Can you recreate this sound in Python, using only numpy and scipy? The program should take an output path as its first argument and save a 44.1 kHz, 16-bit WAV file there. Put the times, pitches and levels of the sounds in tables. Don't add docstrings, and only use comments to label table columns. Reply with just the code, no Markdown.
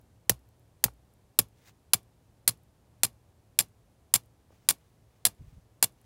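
import sys
import numpy as np
from scipy import signal
from scipy.fft import rfft, irfft
from scipy.io import wavfile
from scipy.ndimage import uniform_filter1d

SR = 44100
rng = np.random.default_rng(int(sys.argv[2]) if len(sys.argv) > 2 else 0)


def generate_wav(sig):
    pcm = np.round(np.clip(np.atleast_2d(sig).T, -1, 1) * 32767).astype(np.int16)
    wavfile.write(sys.argv[1], SR, pcm)


N = 266805
TIME = np.arange(N) / SR
HIT = np.arange(8192) / SR

STEEL_MODES = [1115, 2330, 2830, 3462, 4238, 4935, 5670, 6580, 7398, 8324, 9350, 10330, 11390, 12480, 13630,
               14785, 15615]


def amp(db):
    return 10 ** (np.asarray(db) / 20)


def read(points, hz):
    f, value = np.transpose(points)
    return np.interp(np.log(hz + 1), np.log(f), value)


def bins(x):
    return np.fft.rfftfreq(len(x), 1 / SR)


def bell(hz, centre_hz, octaves):
    return np.exp(-.5 * (np.log2((hz + 1) / centre_hz) / octaves) ** 2)


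def noise(t, colour_db):
    x = irfft(rfft(rng.standard_normal(len(t))) * amp(colour_db), len(t))
    return x / x.std()


def packed(x, seconds):
    return x * np.sqrt(seconds * SR / np.sum(x ** 2))


def add(mix, s, sound):
    part = mix[max(round(s * SR), 0):][:len(sound)]
    part += sound[:len(part)]


def seating(seated, loose, firm):
    return loose + (firm - loose) * np.clip(seated, 0, 1)


def air(bed_db=-64, drone_hz=113, drone_db=-70):
    # (frequency [Hz], level [dB])
    colour = [(20, -25.5), (45, -4.5), (75, 0.5), (112, -0.5), (150, -6), (250, -11.5), (450, -14.5),
              (800, -18), (1300, -26), (2200, -30), (5000, -33.5), (10000, -34.5), (15600, -39.5),
              (16200, -59.5)]
    f = bins(TIME)
    drone = noise(TIME, -20 * np.log10(1 + ((f - drone_hz) / 7) ** 2))
    return amp(bed_db) * noise(TIME, read(colour, f)) + amp(drone_db) * drone


def grass_ticks(t60=.0059):
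    # (time [s], level [dB])
    ticks = [(.014, -63.5), (.489, -63.5), (.596, -65), (1.138, -63.5), (2.635, -66), (4.26, -64),
             (6.015, -61)]
    out = np.zeros(N)
    for s, db in ticks:
        tick = noise(HIT, 30 * bell(bins(HIT), 12000, octaves=1)) * amp(-60 * HIT / t60)
        add(out, s, amp(db) * packed(tick, .0014))
    return out


def hammering():
    # (time [s], level [dB], seating [0 loose to 1 firm], midrange clank [dB],
    # bending wave [dB], its centre [Hz], first bounce after [s], fade per bounce [dB])
    blows = [(0.2953, -11.5, 0, 0.5, -24, 340, 0.0044, -7),
             (0.8398, -11.5, 0.016, -3.5, -32, 400, .0045, -14.5),
             (1.3890, -10, 0.22, 1.5, -26.5, 300, 0.0057, -5),
             (1.9343, -9.5, 0.54, 0, -27, 1100, 0.0045, -2),
             (2.4773, -11.5, 0.66, -2.5, -36, 300, 0.0081, -2.5),
             (3.0336, -12, 0.77, 0, -31, 850, 0.0084, -1.5), (3.589, -11.5, 0.83, 8, -37, 800, 0.0094, -2),
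             (4.1392, -11, .85, 0.5, -36.5, 700, .0097, 0), (4.6883, -11.5, 0.98, 7, -36.5, 800, 0.0095, 0),
             (5.2521, -11.5, 0.91, 8.5, -33.5, 780, 0.0085, -1),
             (5.8265, -12, 0.82, 5, -28, 800, 0.0077, 0.5)]
    out = np.zeros(N)
    for s, db, seated, clank_db, bend_db, bend_hz, gap, fade_db in blows:
        t60 = seating(seated, .026, .021)
        ring_db = seating(seated, -3.5, 5)
        tilt_db = seating(seated, 19.5, -2)
        strike = clink(clank_db, ring_db, tilt_db, crack_t60=t60, ring_t60=1.25 * t60, snap=.7)
        add(out, s, amp(db) * strike)
        add(out, s, amp(bend_db) * bending_wave(bend_hz))
        add(out, s, amp(-44) * yard_tail())

        bounces, last_s = chatter(gap, fade_db)
        add(out, s, amp(db + seating(seated, -16.5, -9.5)) * bounces)
        add(out, s + last_s, amp(seating(seated, -62, -51.5)) * yard_tail())
        add(out, s + last_s + .013, amp(-44.5) * stake_tap())

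        firmness = seated ** .6
        thud = low_thud(low_cut_hz=seating(firmness, 50, 121))
        thud_delay = seating(firmness, .0155, .0145)
        add(out, s + thud_delay, amp(seating(firmness, -29.5, -40.5)) * thud)
    return out


def clink(clank_db, ring_db, tilt_db, crack_t60, ring_t60, snap, spread_db=.5):
    # (frequency [Hz], level [dB])
    colour = [(60, -37.5), (200, -18), (500, -14), (1000, -8), (1700, -4), (2400, -4.5), (4500, 1.5),
              (6500, -0.5), (9000, -1.5), (12500, 1.5), (14500, -1), (16000, -8)]
    mode_levels = [-21.5, -14.5, -18, -13.5, -12, -8, -19.5, -19, -0.5, -3.5, -1.5, 3, -5, -1.5, -12, -11.5,
                   -12]
    f, t = bins(HIT), HIT[:len(HIT) // 2]
    crack_db = read(colour, f) + clank_db * bell(f, 2300, octaves=.6)
    crack = noise(HIT, crack_db)[:len(t)] * amp(-60 * t / crack_t60)
    hz, db = np.array([STEEL_MODES, mode_levels])[:, :, None]
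    db = db + spread_db * rng.standard_normal(hz.shape)
    db += tilt_db * np.log2(np.maximum(hz, 6000) / hz.max())
    t60 = ring_t60 * (hz.mean() / hz) ** .25
    modes = amp(db - 60 * t / t60) * np.sin(2 * np.pi * (hz * t + rng.random(hz.shape)))
    force = np.minimum(t / .0003, 1) * (1 + snap * np.exp(-((t - .0014) / .0005) ** 2))
    both = packed(crack * force, .004) + amp(ring_db) * packed(modes.sum(0) * force, .004)
    return both / np.hypot(1, amp(ring_db))


def bending_wave(centre_hz, travel_s=.0027, loss_db=-13, width_hz=380, low_cut_hz=220):
    f = bins(HIT)
    delay = travel_s * rng.uniform(.88, 1.12)
    phase = 4 * np.pi * delay * np.sqrt(f * 1000)
    trips = sum(amp(loss_db * k) * np.exp(-1j * (2 * k + 1) * phase) for k in range(3))
    colour = f / (f + low_cut_hz) / (1 + ((f - centre_hz) / width_hz) ** 2)
    return packed(irfft(trips * colour), .004)


def yard_tail(attack_s=.0095, tint_db=5):
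    # (frequency [Hz], level [dB])
    colour = [(25, -12.5), (60, 8.5), (130, 13.5), (300, 7.5), (800, 3), (1500, -4.5), (4000, -0.5),
              (8000, 1), (12000, 5), (16000, -6)]
    # (frequency [Hz], t60 [s])
    decay = [(100, .2), (800, .16), (3000, .13), (8000, .108), (15000, .1)]
    f = bins(HIT)
    tint = np.sum(1 / (1 + ((f - np.array(STEEL_MODES)[:, None]) / 70) ** 2), axis=0)
    rush = noise(HIT, read(colour, f) + tint_db * tint)
    hz, t, bands = signal.stft(rush, SR, nperseg=256)
    bands *= amp(-60 * t / read(decay, hz)[:, None])
    tail = signal.istft(bands, SR, nperseg=256)[1][:len(HIT)]
    return packed(tail * np.minimum(HIT / attack_s, 1), .036)


def chatter(gap, fade_db, gap_ratio=.61, last_db=-4, count=4):
    out = np.zeros(len(HIT))
    times = np.cumsum(gap * gap_ratio ** np.arange(count))
    for k, s in enumerate(times):
        add(out, s, amp(fade_db * k + last_db * (k == count - 1)) * stake_tap())
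    return out, times[-1]


def stake_tap(bend_db=-21):
    out = amp(bend_db) * bending_wave(centre_hz=785)
    add(out, 0, clink(clank_db=2, ring_db=2.5, tilt_db=-2, crack_t60=.016, ring_t60=.022, snap=0))
    return out


def low_thud(low_cut_hz, attack_s=.0011):
    # (frequency [Hz], level [dB], t60 [s])
    resonances = [(61, -11, 0.45), (113.7, 5, 0.1), (165, 2, 0.045), (198, -3.5, 0.033), (460, -14.5, .04)]
    hz, db, t60 = np.transpose(resonances)[:, :, None]
    detune = rng.uniform(.93, 1.05, hz.shape)
    modes = amp(db - 60 * HIT / t60) * np.sin(2 * np.pi * hz * detune * HIT)
    low_cut = signal.butter(2, low_cut_hz, "high", fs=SR, output="sos")
    trimmed = signal.sosfilt(low_cut, modes * np.minimum(HIT / attack_s, 1))
    return packed(trimmed.sum(0), .0077)


def stand_knocks(attack_s=.002, t60=.017):
    # (time [s], level [dB], centre [Hz])
    knocks = [(0.316, -45.5, 582), (0.8598, -41, 670), (0.881, -44, 550), (4.504, -58, 364),
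              (4.524, -59.5, 349)]
    out = np.zeros(N)
    envelope = np.minimum(HIT / attack_s, 1) * amp(-60 * HIT / t60)
    for s, db, hz in knocks:
        body = noise(HIT, 70 * bell(bins(HIT), hz, octaves=2.3))
        add(out, s, amp(db) * packed(body * envelope, .005))
    return out


def sleeve(grain_db=2):
    # (time [s], level [dB], width [s])
    swishes = [(1.62, -71, 0.047), (1.681, -60, .016), (4.535, -75.5, 0.022), (4.62, -75.5, 0.063),
               (4.83, -78, 0.087), (5.15, -80, .07), (5.49, -75, 0.088), (6.03, -76.5, .06)]
    # (frequency [Hz], level [dB])
    colour = [(200, -21.5), (500, -5.5), (950, -9), (1400, -6.5), (2500, -6), (4400, -10.5), (6000, -9.5),
              (10000, -17), (16000, -16)]
    grain = uniform_filter1d(rng.standard_normal(N), size=150)
    swells = sum(amp(db) * np.exp(-.5 * ((TIME - s) / width) ** 2) for s, db, width in swishes)
    return swells * amp(grain_db * grain / grain.std()) * noise(TIME, read(colour, bins(TIME)))


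def wind_puffs(width_s=.01):
    # (time [s], level [dB])
    puffs = [(5.413, -42.5), (5.448, -49.5), (5.48, -47), (5.534, -50.5), (5.581, -46)]
    out = np.zeros(N)
    swell = np.exp(-.5 * ((HIT - HIT.mean()) / width_s) ** 2)
    for s, db in puffs:
        rumble = noise(HIT, 65 * bell(bins(HIT), 78, octaves=1.96))
        add(out, s - HIT.mean(), amp(db) * packed(rumble * swell, .012))
    return out


def scene(echo_s=.096, echo_db=-60):
    blows = hammering()
    out = air() + grass_ticks() + blows + stand_knocks() + sleeve() + wind_puffs()
    add(out, echo_s, amp(echo_db) * blows)
    return out[None]


def record(dry, ceiling=1.1, high_cut_hz=16500):
    soft = ceiling * np.tanh(dry / ceiling)
    low_pass = signal.firwin(255, high_cut_hz, window=("kaiser", 9), fs=SR)
    return signal.oaconvolve(soft, low_pass[None], "same")


dry = scene()
out = record(dry)
generate_wav(out)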